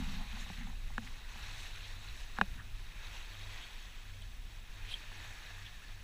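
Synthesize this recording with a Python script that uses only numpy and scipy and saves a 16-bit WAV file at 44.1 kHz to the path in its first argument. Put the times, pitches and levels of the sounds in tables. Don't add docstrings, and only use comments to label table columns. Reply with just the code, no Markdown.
import sys
import numpy as np
from scipy import signal
from scipy.fft import rfft, irfft
from scipy.io import wavfile
from scipy.ndimage import uniform_filter1d

SR = 44100
rng = np.random.default_rng(int(sys.argv[2]) if len(sys.argv) > 2 else 0)


def generate_wav(sig):
    pcm = np.round(np.clip(np.atleast_2d(sig).T, -1, 1) * 32767).astype(np.int16)
    wavfile.write(sys.argv[1], SR, pcm)


N = 265923
TIME = np.arange(N) / SR
FREQS = np.maximum(np.arange(N // 2 + 1) * SR / N, 1)

# crest t/s, level/dB, hold/s, rise/s, fall/s, hollow ring f/Hz, ring level/dB
WAVES = [(0.0, -53, 0.43, 0.2, 0.35, 3880, -9), (1.472, -52, 0.13, 0.37, 0.84, 3900, -10),
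         (3.1, -54.5, 0.12, 0.34, 0.48, 2450, -10), (3.497, -55, 0.19, 0.2, 0.58, 3350, -8),
         (4.88, -56.5, 0.054, 0.25, 0.45, 2470, -8), (5.221, -55.5, 0.31, 0.32, 0.62, 1730, -7)]
# delay after the wave/s, level/dB, times the wave's swing
WASH_PARTS = [(-0.04, -7, 1.05), (0.0, 0.0, 1.13), (0.04, -8.5, 0.9)]
# f/Hz, level/dB
WASH_COLOUR = [(150, -15.5), (300, -8), (520, -9.5), (950, -3.5), (1300, -5), (1750, -0.5), (3300, -5.5),
               (4200, -4.5), (5000, -16), (6500, -12.5), (7200, -18), (9000, -25.5), (13000, -24),
               (15000, -33)]
# peak t/s, level/dB, centre f/Hz, width each side/octaves, rise and fall/s
SPLASHES = [(0.213, -53.5, 885, 0.33, 0.037), (0.41, -54, 6250, 0.29, 0.015),
            (0.615, -52.5, 1840, 0.29, 0.034), (1.05, -59, 3780, 0.87, 0.059),
            (1.075, -47, 1870, 0.54, 0.0065), (1.61, -57, 5000, 0.63, 0.07), (1.85, -53, 3600, 0.2, 0.03),
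            (2.088, -50, 3850, 0.13, 0.0045), (2.209, -56.5, 3800, 0.86, 0.028),
            (2.379, -46, 1550, 0.44, 0.01), (2.6, -48.5, 1500, 0.25, 0.01), (3.63, -51, 3300, 0.13, 0.024),
            (4.222, -54.5, 3190, 0.13, 0.0087), (4.222, -60, 8600, .2, 0.0025),
            (4.922, -44.5, 3250, 0.26, 0.029), (4.924, -61, 9100, 0.24, 0.022),
            (5.667, -49.5, 3170, 0.13, 0.011)]
# t/s, level/dB, contact f/Hz, boom level against the hit/dB, boom f/Hz
KNOCKS = [(0.3302, -36, 990, -28, 220), (0.3708, -29, 880, -19, 215), (0.464, -31, 890, -21, 216),
          (0.5004, -25.5, 860, -14.5, 180), (0.6988, -35, 900, -24, 220), (0.7296, -35, 800, -23, 223),
          (0.9034, -34.5, 850, -18, 220), (0.9805, -12.5, 1500, -22, 230), (1.3572, -30.5, 950, -21, 223),
          (1.488, -32, 1100, -28, 222), (2.3865, -12, 1200, -24, 220), (2.4132, -1.1, 1430, -27.5, 194),
          (5.1159, -32, 1080, -26, 220)]
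# f/Hz, level/dB, fade time/s
DECK_TONES = [(569, -30, 0.078), (805, -14, 0.019), (1065, -12, 0.007), (1454, -14.5, 0.0096),
              (1634, -14.5, 0.011), (2490, -38, 0.084), (2790, -20, 0.013), (3760, -18.5, 0.014),
              (6600, -27, .008)]
# f/Hz, sharpness Q
DECK_NOTCHES = [(690, 17), (2030, 4)]
# multiple of its pitch, level/dB, fade time/s
PANEL_TONES = [(0.45, -9.5, 0.098), (1.75, -12, 0.035), (2.17, -9, 0.053), (2.85, -23, 0.11)]
# t/s, level/dB
WIND_LEVELS = [(0.0, -38), (0.5, -42), (0.75, -39), (1.15, -43), (2.0, -43.5), (2.4, -42), (2.95, -41.5),
               (3.3, -45.5), (4.4, -45), (5.1, -47.5), (6.03, -47.5)]
# f/Hz, level/dB
WIND_COLOUR = [(10, -8.5), (18, 2.5), (26, 4.5), (40, -4.5), (55, -9.5), (80, -19), (140, -25.5),
               (200, -36.5), (320, -44), (600, -59)]
# t/s, level/dB, length/s
SHUDDERS = [(0.0, -39.5, 0.015), (0.09, -47.5, 0.11), (0.34, -54.5, 0.08), (0.59, -49.5, 0.082),
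            (1.02, -55.5, 0.049), (2.57, -58.5, 0.036)]
# f/Hz, level/dB
SHUDDER_COLOUR = [(70, -9), (140, -5), (185, 1.5), (255, 0), (285, -24), (350, -43), (600, -62)]
# t/s, level/dB, length/s
HUM_RUNS = [(0.33, -56, 0.059), (0.52, -55, 0.58), (1.44, -56, 0.14), (1.74, -53, 0.27), (2.6, -55, 0.2),
            (3.02, -57, 0.07), (3.32, -53, 0.22), (4.05, -51.5, 0.19), (4.4, -56.5, 0.23),
            (4.77, -50.5, 0.11), (5.08, -54, 0.22), (5.52, -53, 0.15), (5.92, -53, 0.1)]
# f/Hz, level/dB
HISS_COLOUR = [(100, -18), (350, 3.5), (900, -2.5), (3000, 3), (5000, -6), (9000, -12.5), (15000, -12.5)]
# f/Hz, level/dB
WHINE_TONES = [(5034, -83.5), (10046, -86), (10070, -87.5), (15081, -81), (15105, -88)]
# f/Hz, width/Hz, level/dB
HOUSING_PEAKS = [(1790, 390, 0.5), (2340, 64, -4), (2526, 440, 3), (2560, 110, 2), (3820, 730, 4),
                 (4070, 133, -9), (4960, 210, -1), (5500, 740, 4), (6730, 250, 3), (7000, 300, -3.5),
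                 (7810, 580, 7), (10120, 790, 5)]


def wave_gains():
    return np.array([from_db(db) * swell(t, hold, rise, fall) for t, db, hold, rise, fall, *_ in WAVES])


def wash_levels(wake_db=-62.5):
    waves_db = 10 * np.log10(from_db(wake_db) ** 2 + np.sum(wave_gains() ** 2, axis=0))
    mean_db = np.mean(waves_db)
    return [mean_db + db + swing * (np.interp(TIME - delay, TIME, waves_db) - mean_db)
            for delay, db, swing in WASH_PARTS]


def wash(housing, bubble_share, flicker_db, lapping_db, ring_cycles):
    tone = colour(WASH_COLOUR) * housing
    zones_hz = [(600, 1500), (1800, 4200), (5200, 14000)]
    powers = [np.sum(abs(tone[(FREQS > lo) & (FREQS < hi)]) ** 2) / len(FREQS) for lo, hi in zones_hz]
    churn, foam, spray = [db - 10 * np.log10(power) for db, power in zip(wash_levels(), powers)]
    deep = (churn + np.mean(churn)) / 2
    parts_db = np.array([deep, churn, foam, spray])
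    edges_hz = np.geomspace(150, 16000, 29)
    white = rng.standard_normal((2, N))
    lapping = drift(7.3)
    out = np.zeros(N)
    for k, (low, high) in enumerate(zip(edges_hz, edges_hz[1:])):
        hz = np.sqrt(low * high)
        place = np.interp(np.log(hz), np.log([350, 750, 1250, 1900, 3900, 6000]), [0, 1, 1, 2, 2, 3])
        level_db = np.maximum(1 - abs(place - np.arange(4)), 0) @ parts_db
        level_db += lapping_db * lapping + flicker_db * drift(15) / np.hypot(1, hz / 6000)
        rush = rms_one(band_pass(white[k % 2], low, high))
        pops = random_clicks(per_s=260 * np.sqrt(hz / 3000), spread_db=2.5)
        bubbles = rms_one(band_pass(ring(pops, hz, ring_cycles / hz), low, high))
        blend = np.sqrt(1 - bubble_share) * rush + np.sqrt(bubble_share) * bubbles
        out += from_db(level_db) * np.sqrt(2 * (high - low) / SR) * blend
    return shaped(out, tone)


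def wave_rings(sharpness):
    out = np.zeros(N)
    for gain, (*_, hz, ring_db) in zip(wave_gains(), WAVES):
        peak = 1 / (1 + (sharpness * (FREQS / hz - hz / FREQS)) ** 2)
        out += from_db(ring_db) * gain * noise(peak)
    return out


def splashes():
    out = np.zeros(N)
    for t, db, hz, octaves, fade in SPLASHES:
        fizz = band_pass(rng.standard_normal(N), hz / 2 ** octaves, hz * 2 ** octaves)
        out += from_db(db) * swell(t, 0, fade, fade) * steadied(fizz, 0.016)
    return out


def plip(start_s, level_db, hz, swell_s):
    age = np.maximum(TIME - start_s, 0)
    growth = np.minimum(age / swell_s, 40)
    loudness = growth ** 2 * np.exp(2 - growth) / 4
    return from_db(level_db) * loudness * np.sin(2 * np.pi * hz * age)


def knocks(housing, soft_spread, hard_spread, boom_fade_s):
    pushes, booms, extras = np.zeros((3, N))
    for t, db, hz, boom_db, boom_hz in KNOCKS:
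        click = np.full(N, 1e-18)
        click[int(t * SR)] = from_db(db)
        hardness = np.interp(db, [-32, 0], [0, 1])
        width = 1 + soft_spread + hardness * (hard_spread - soft_spread)
        pushes += band_pass(click, hz / width, hz * width)
        booms += from_db(boom_db) * ring(click, boom_hz, boom_fade_s)
        for multiple, tone_db, fade_s in PANEL_TONES:
            gain = np.sqrt(hardness) * from_db(boom_db + tone_db)
            extras += gain * ring(click, multiple * boom_hz, fade_s)
    booms = low_pass(booms, hz=287, order=4)
    extras = low_pass(extras, hz=600, order=2)
    return shaped(deck(pushes), housing) + booms + extras


def deck(pushes):
    ringing = sum(from_db(db) * ring(pushes, hz, fade_s) for hz, db, fade_s in DECK_TONES)
    for hz, sharpness in DECK_NOTCHES:
        ringing = signal.lfilter(*signal.iirnotch(hz, sharpness, fs=SR), ringing)
    return ringing


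def snaps(housing, gain_db, low_hz, fade_s, full_hit_db):
    loudness = sum(from_db(min(db, full_hit_db) + gain_db) * (TIME >= t) * swell(t, 0, fade_s, fade_s)
                   for t, db, *_ in KNOCKS)
    bursts = loudness * rng.standard_normal(N)
    return shaped(band_pass(bursts, low_hz, 2 * low_hz, order=1), housing)


def wind(gain_db, gust_db):
    times, levels_db = np.transpose(WIND_LEVELS)
    level_db = gain_db + np.interp(TIME, times, levels_db) + gust_db * drift(6.2)
    return from_db(level_db) * steadied(noise(colour(WIND_COLOUR)), 0.178)


def shaking():
    return swells(SHUDDERS, rise_s=0.022, fall_s=0.043, rest_db=-70.5)


def shudder(gain_db):
    return from_db(gain_db) * shaking() * steadied(noise(colour(SHUDDER_COLOUR)), 0.13)


def hum(gain_db, hz, waver_hz, flutter_db):
    phase = 2 * np.pi * np.cumsum(hz + waver_hz * drift(3.16)) / SR
    runs = swells(HUM_RUNS, rise_s=0.026, fall_s=0.039, rest_db=-67)
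    return from_db(gain_db + flutter_db * drift(8.7)) * runs * np.sqrt(2) * np.sin(phase)


def floor_hiss(housing, level_db):
    return from_db(level_db) * noise(colour(HISS_COLOUR) * housing)


def creak(level_db, slips_per_s, hz, shake_power):
    slips = band_pass(random_clicks(slips_per_s, spread_db=1.5), hz / 1.43, hz * 1.34, order=3)
    return from_db(level_db) * rms_one(shaking() ** shake_power) * rms_one(deck(slips))


def whine():
    out = np.zeros(N)
    for hz, db in WHINE_TONES:
        phase = 2 * np.pi * (hz * TIME + rng.random()) + 0.3 * drift(3)
        out += from_db(db) * np.sqrt(2) * np.sin(phase)
    return out


def housing_response():
    response = np.ones(len(FREQS), complex)
    for hz, width, db in HOUSING_PEAKS:
        offset = hz ** 2 - FREQS ** 2
        damping = 1j * FREQS * width
        half_lift = from_db(db / 2)
        response *= (offset + damping * half_lift) / (offset + damping / half_lift)
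    return response


def from_db(db):
    return 10 ** (np.asarray(db) / 20)


def rms_one(x):
    return x / np.sqrt(np.mean(x ** 2) + 1e-20)


def band_pass(x, low_hz, high_hz, order=2):
    return signal.sosfilt(signal.butter(order, [low_hz, high_hz], "band", fs=SR, output="sos"), x)


def low_pass(x, hz, order):
    return signal.sosfilt(signal.butter(order, hz, fs=SR, output="sos"), x)


def colour(points):
    hz, db = np.transpose(points)
    return from_db(np.interp(np.log(FREQS), np.log(hz), db))


def shaped(x, tone):
    return irfft(rfft(x) * tone, N)


def noise(tone):
    return rms_one(shaped(rng.standard_normal(N), tone))


def drift(rate_hz):
    r = np.exp(-2 * np.pi * rate_hz * 40 / SR)
    slow = signal.lfilter([1], [1, -2 * r, r * r], rng.standard_normal(N // 40 + 2002))[2000:]
    return np.interp(np.arange(N) / 40, np.arange(len(slow)), rms_one(slow))


def steadied(x, seconds):
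    return x / np.sqrt(uniform_filter1d(x ** 2, int(seconds * SR)) + 1e-9)


def random_clicks(per_s, spread_db):
    clicks = np.zeros(N)
    when, size, side = rng.random((4000, 3))[:int(per_s * N / SR)].T
    level_db = spread_db * np.minimum(-np.log(1 - size), 5)
    clicks[(when * N).astype(int)] = from_db(level_db) * np.sign(side - .5)
    return clicks


def ring(clicks, hz, fade_s):
    r = from_db(-60 / (fade_s * SR))
    angle = 2 * np.pi * hz / SR
    return signal.lfilter([.5, 0, -.5], [1, -2 * r * np.cos(angle), r * r], clicks + 1e-18)


def swell(start, hold, rise, fall):
    return np.exp(-np.clip(np.maximum((start - TIME) / rise, (TIME - start - hold) / fall), 0, 20))


def swells(rows, rise_s, fall_s, rest_db):
    power = sum((from_db(db) * swell(t, hold, rise_s, fall_s)) ** 2 for t, db, hold in rows)
    return np.sqrt(from_db(rest_db) ** 2 + power)


def scene():
    housing = housing_response()
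    water = wash(housing, bubble_share=0.45, flicker_db=1.0, lapping_db=0.98, ring_cycles=8.9)
    water = from_db(-1.0) * water + wave_rings(sharpness=8.5) + splashes()
    water += plip(start_s=4.9395, level_db=-30.5, hz=3250, swell_s=0.0012)
    hiss = floor_hiss(housing, level_db=-65)
    boat = shudder(gain_db=-0.7) + hum(gain_db=-3.0, hz=97.4, waver_hz=0.97, flutter_db=1.5)
    boat += creak(level_db=-73.5, slips_per_s=90, hz=1020, shake_power=0.78)
    gear = knocks(housing, soft_spread=0.3, hard_spread=0.58, boom_fade_s=0.091)
    gear += snaps(housing, gain_db=-29.5, low_hz=3400, fade_s=0.0014, full_hit_db=-13)
    return (water + gear + boat + wind(gain_db=-1.32, gust_db=1.5) + hiss + whine())[None]


def record(dry):
    return signal.sosfilt(signal.ellip(12, .1, 80, 15400, fs=SR, output="sos"), dry)


dry = scene()
out = record(dry)
generate_wav(out)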